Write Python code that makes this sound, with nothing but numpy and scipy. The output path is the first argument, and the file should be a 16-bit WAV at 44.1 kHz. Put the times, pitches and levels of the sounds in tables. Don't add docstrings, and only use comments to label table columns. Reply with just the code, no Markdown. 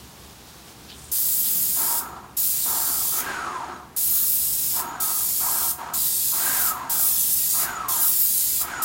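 import sys
import numpy as np
from scipy import signal
from scipy.fft import rfft, irfft
from scipy.io import wavfile
from scipy.ndimage import uniform_filter1d, map_coordinates

SR = 44100
rng = np.random.default_rng(int(sys.argv[2]) if len(sys.argv) > 2 else 0)


def put_to_file(sound):
    columns = np.atleast_2d(sound).T
    safe = np.clip(columns, -1, 1)
    whole_steps = np.round(safe * 32767)
    wavfile.write(sys.argv[1], SR, whole_steps.astype(np.int16))


N = 389844
TIME = np.arange(N) / SR
FREQS = np.maximum(np.fft.rfftfreq(N, 1 / SR), 1)


def spray_gun(flutter_db, patchy_db, glance_db, swish_db):
    # (frequency [Hz], relative level [dB])
    jet_colour = [(400, -35.5), (1000, -28.5), (2200, -22.5), (2900, -20), (3600, -13.5), (4300, -12.5),
                  (5000, -9), (5900, -10), (7200, -4.5), (9000, -4), (12000, -1.4), (15500, -0.5)]
    # (valve opens [s], valve shuts [s], base level [dB], treble tilt [dB per octave],
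    # delay of the glancing echo at the start [ms], at the end [ms])
    passes = [(1.115, 1.991, -21, -0.5, 0.64, 0.58), (2.3668, 3.204, -20.5, -0.8, 0.72, 0.64),
              (3.9627, 4.800, -20.7, -0.5, 0.73, 0.77), (5, 5.713, -20.5, -0.4, 0.88, 0.96),
              (5.9348, 6.7, -20, -0.95, 0.99, 1.37), (6.895, 7.644, -19.5, -0.5, 1.22, 1.016),
              (7.8823, 8.622, -20, -1, 0.9, 1.47), (8.8190, 8.95, -19.5, 0.5, 1.3, 1.86)]
    # (time [s], boost [dB], centre [Hz], half-width [s])
    flares = [(1.38, 4, 15000, 0.27), (1.87, 2.5, 10000, .08), (2.432, 3.5, 14000, 0.054),
              (4.2, 5, 14000, 0.18), (6.056, 4.5, 14000, .025), (6.167, 1.5, 9500, 0.052),
              (6.654, 3, 15140, 0.051), (7.051, 5.5, 12500, .045), (7.221, 3.5, 12000, 0.033),
              (7.34, 4, 12000, 0.024), (7.526, 4, 7400, 0.027), (8.063, 7.5, 13530, 0.038),
              (8.217, 6, 15000, 0.043), (8.363, 4, 10560, 0.043)]
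    pivot_hz, flare_octaves = 9000, .45
    flow = sum(from_db(db) * valve(on, off) for on, off, db, *_ in passes)
    tilt_db, lag_ms = in_time([row for on, off, _, tilt, first, last in passes
                               for row in ((on, tilt, first), (off, tilt, last))])
    boosts = [(hz, db * swell(s, 0, length)) for s, db, hz, length in flares]
    centres = np.geomspace(3800, 14500, 6)
    band_of = np.digitize(FREQS, np.sqrt(centres[1:] * centres[:-1]))
    jet, hiss = rfft(coloured(jet_colour)), 0
    for k, centre in enumerate(centres):
        flare_db = sum(db * np.exp(-(np.log2(centre / hz) / flare_octaves) ** 2) for hz, db in boosts)
        band_db = tilt_db * np.log2(centre / pivot_hz) + flare_db + patchy_db * drift(14)
        hiss = hiss + irfft(jet * (band_of == k), N) * from_db(band_db)
    hiss = hiss * flow * from_db(flutter_db * drift(150))
    glance = from_db(glance_db) * delayed(hiss, lag_ms)
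    swish = from_db(swish_db) * sum(delayed(hiss, ms * (1 + .2 * drift(1.2))) for ms in (.4, 1.8, 3.0))
    nearness = np.interp(TIME, [4, 7], [.55, 1])
    return moving_in_booth(hiss + nearness * (glance + swish), wet_db=-8, decay_s=.29)


def valve(on, off, open_s=.0019, shut_s=.015, spit=.055, spit_s=.0015):
    age = np.maximum(TIME - on, 0)
    opening = (1 - np.exp(-age / open_s)) * (1 + spit * np.exp(-age / spit_s))
    return opening * np.exp(-np.maximum(TIME - off, 0) / shut_s)


def pump(casing_db, gear_db, air_db, rattle_db):
    # (frequency [Hz], relative level [dB])
    casing_colour = [(150, -43), (260, -1.5), (360, -13.5), (470, -10), (600, -7.5), (730, 0), (1000, 3.5),
                     (1300, 2.5), (1600, -9), (1900, -17), (2600, -19), (4000, -19), (9000, -29),
                     (16000, -70)]
    # (pitch [Hz], width [Hz], relative level [dB])
    panels = [(359, 27, -18), (731, 14.7, -14.5), (939, 3.9, -13.5), (1226, 8.3, -22.5), (1311.6, 46, -13),
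              (1605, 15.6, -18.5)]
    # (time [s], bass boost [dB])
    bass_curve = [(4.5, 2.5), (5.5, -2)]
    # (frequency [Hz], relative level [dB])
    air_colour = [(900, 1), (1900, 8), (3000, 0.5), (3600, -2.5), (5000, -4), (8500, -4.5), (11000, -11),
                  (16000, -23)]
    # (pitch [Hz], width [Hz], relative level [dB])
    drive_tones = [(6680, 25, -24), (6830, 100, -22.5), (9560, 200, -28)]
    # (time [s], level [dB], pitch [Hz], half-width [s])
    sings = [(2.079, -56, 6960, 0.046), (3.45, -54, 6560, 0.058), (4.931, -50, 6862, 0.05),
             (7.739, -39.5, 6930, 0.033), (8.789, -44.5, 6860, .04)]
    mesh_hz, level_db = motor()
    speed = mesh_hz / mesh_hz.max()
    phase = 2 * np.pi * np.cumsum(mesh_hz * (1 + .052 * drift(90))) / SR
    acceleration = uniform_filter1d(np.gradient(speed) * SR, size=2000)
    load = np.interp(acceleration, [0, 2], [1, .35])
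    middle = signal.butter(5, [925, 1640], "band", fs=SR, output="sos")
    gears = signal.sosfilt(middle, np.sin(phase) + .33 * np.sin(2 * phase))
    gears = gears + sum(resonance(gears, hz, width) for hz, width, _ in panels)
    gears = booth(gears * load * from_db(2.8 * drift(66)), wet_db=-5, decay_s=.28)
    casing = from_db(casing_db) * booth(coloured(casing_colour), wet_db=-13, decay_s=.14)
    casing = casing + ringing(panels)
    bass_db, = in_time(bass_curve)
    bass = irfft(rfft(casing) * (FREQS < 560), N)
    casing = casing + (from_db(bass_db) - 1) * bass
    casing = casing * from_db(rattle_db * drift(79)) * load ** .22
    air = from_db(air_db) * speed ** 2 * coloured(air_colour)
    whine = speed ** .82 * ringing(drive_tones)
    singing = sum(swell(s, db, length) * ringing([(hz, 25, 0)]) for s, db, hz, length in sings)
    return from_db(level_db) * (casing + from_db(gear_db) * gears + air + whine) + singing


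def motor():
    # (starts [s], eases off [s], brakes [s], mesh rate before easing [Hz], base level [dB])
    runs = [(1.74, 1.905, 2.16, 944, -33.5), (2.631, 2.745, 2.99, 972, -34),
            (3.10, 3.32, 3.73, 1650, -32.5), (4.719, 4.81, 5.12, 1030, -32.5),
            (5.383, 5.48, 5.69, 950, -32.5), (5.757, 5.81, 5.86, 935, -31.5), (6.30, 6.55, 7.02, 1673, -34),
            (7.516, 7.675, 8.01, 1584, -34), (8.575, 8.72, 9.14, 1600, -33.5)]
    free_hz, crawl_hz = 1800, 640.5
    spin_up_s, coast_s, brake_s = .064, .52, .4
    knee_hz, steepness, db_per_octave = 647, 3.65, 1.5
    mesh_hz, run_db = np.ones(N), np.zeros(N)
    for start, ease, stop, top_hz, db in runs:
        rising = free_hz * (1 - np.exp(-np.maximum(TIME - start, 0) / spin_up_s))
        coasting = np.maximum(top_hz * np.exp(-np.maximum(TIME - ease, 0) / coast_s), crawl_hz)
        run_hz = np.minimum(rising, coasting) * np.exp(-np.maximum(TIME - stop, 0) / brake_s)
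        run_db = np.where(run_hz > mesh_hz, db, run_db)
        mesh_hz = np.maximum(mesh_hz, run_hz)
    ratio = mesh_hz / knee_hz
    quieting_db = 10 * np.log10(1 + ratio ** (-2 * steepness))
    return mesh_hz, run_db + db_per_octave * np.log2(ratio) - quieting_db


def painter(cloth_db, sway_db, crinkle_db, walk_ends_s=1.24, settle_s=.33):
    # (frequency [Hz], relative level [dB])
    cloth_colour = [(900, 1), (2000, -2), (3500, 3.5), (5500, 2), (8000, -0.5), (12000, -3.5),
                    (16000, -2.5)]
    # (time [s], level [dB], centre [Hz], half-width [s])
    scuffs = [(0.901, -44.5, 4070, .009), (0.922, -41.5, 3200, 0.02), (0.915, -50, 1700, .012),
              (1.04, -46.5, 8000, .06), (1.47, -37.5, 3900, 0.013), (4.19, -39, 3800, .018),
              (4.2, -47.5, 1250, 0.053)]
    walking = np.clip(1 - (TIME - walk_ends_s) / settle_s, 0, 1)
    rustle_db = cloth_db + sway_db * drift(10) + crinkle_db * drift(150)
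    out = walking * from_db(rustle_db) * coloured(cloth_colour)
    grit = rng.standard_normal(N) * from_db(2.7 * drift(210))
    for s, db, hz, length in scuffs:
        rub = resonance(resonance(grit, hz, .49 * hz), hz, .49 * hz)
        out = out + swell(s, db, length) * rms_one(rub)
    return out


def ventilation(fan_db, wander_db):
    # (frequency [Hz], relative level [dB])
    fan_colour = [(22, -42), (40, -45), (55, -1), (74, 4.5), (95, -11), (125, -2), (200, -4), (300, -7.5),
                  (420, -8.5), (580, -16), (780, -10), (1400, -16), (3000, -24.5), (16000, -34)]
    # (pitch [Hz], level [dB])
    hum_tones = [(59.2, -67), (118.6, -61.5)]
    # (time [s], base level [dB])
    rumble_curve = [(0, -57), (4.8, -53.5), (7.1, -50.5), (8.8, -58)]
    hum = sum(from_db(db) * np.sqrt(2) * np.sin(2 * np.pi * hz * TIME + .44 * drift(2))
              for hz, db in hum_tones)
    level_db, = in_time(rumble_curve)
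    level = from_db(level_db + wander_db * drift(1.8)) + swell(s=1.555, db=-43, half_width_s=.13)
    rumble = level * coloured([(80, -39), (120, -2), (210, 1.5), (290, -12.5), (600, -20)])
    return from_db(fan_db) * coloured(fan_colour) + rumble + hum


def booth(x, wet_db, decay_s):
    t = TIME[:SR // 2]
    tail = rng.standard_normal(len(t)) * from_db(-60 * t / decay_s) * (t > .003)
    echoes = signal.fftconvolve(x, tail / np.linalg.norm(tail))[:len(x)]
    wet = from_db(wet_db)
    return (x + wet * echoes) / np.sqrt(1 + wet ** 2)


def moving_in_booth(x, wet_db, decay_s):
    hop, ring_out = SR // 10, SR // 3
    echoes, x = np.zeros(N + 2 * hop + ring_out), np.pad(x, (0, 2 * hop))
    fade = np.sin(np.pi * np.arange(2 * hop) / (2 * hop))
    for i in range(0, N, hop):
        piece = np.pad(x[i:i + 2 * hop] * fade, (0, ring_out))
        echoes[i:i + len(piece)] += np.sqrt(2) * booth(piece, 0, decay_s) - piece
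    wet = from_db(wet_db)
    return (x[:N] + wet * echoes[:N]) / np.sqrt(1 + wet ** 2)


def from_db(db):
    return 10 ** (np.asarray(db) / 20)


def rms_one(x):
    return x / np.sqrt(np.mean(x ** 2) + 1e-20)


def in_time(rows):
    s, *columns = np.transpose(rows)
    return [np.interp(TIME, s, c) for c in columns]


def coloured(spectrum):
    hz, db = np.transpose(spectrum)
    gain = from_db(np.interp(np.log(FREQS), np.log(hz), db))
    return rms_one(irfft(rfft(rng.standard_normal(N)) * gain, N))


def drift(rate):
    count = 16384
    hz = np.fft.rfftfreq(count, TIME[-1] / count)
    slow = rms_one(irfft(rfft(rng.standard_normal(count)) / (1 + (hz / rate) ** 2)))
    return np.interp(TIME, np.linspace(0, TIME[-1], count), slow)


def resonance(x, hz, width_hz):
    r = np.exp(-np.pi * width_hz / SR)
    feedback = [1, -2 * r * np.cos(2 * np.pi * hz / SR), r * r]
    return signal.lfilter(np.array([1, 0, -1]) * (1 - r * r) / 2, feedback, x)


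def ringing(modes):
    shake = rng.standard_normal(N)
    return sum(from_db(db) * rms_one(resonance(shake, hz, width)) for hz, width, db in modes)


def swell(s, db, half_width_s):
    return from_db(db) * np.exp(-((TIME - s) / half_width_s) ** 2 / 2)


def delayed(x, lag_ms):
    return map_coordinates(x, [np.arange(N) - lag_ms * SR / 1000], order=3)


def scene():
    hiss = spray_gun(flutter_db=.7, patchy_db=.6, glance_db=-14, swish_db=-17)
    whirr = pump(casing_db=-5, gear_db=.3, air_db=-5, rattle_db=1.6)
    fan = ventilation(fan_db=-47.5, wander_db=1.5)
    movement = painter(cloth_db=-47.5, sway_db=1, crinkle_db=.6)
    mono = hiss + whirr + movement + fan
    return np.array([mono, mono])


def record(dry):
    cutoff_hz = 15850
    return signal.sosfilt(signal.ellip(12, .1, 80, cutoff_hz, fs=SR, output="sos"), dry)


dry = scene()
out = record(dry)
put_to_file(out)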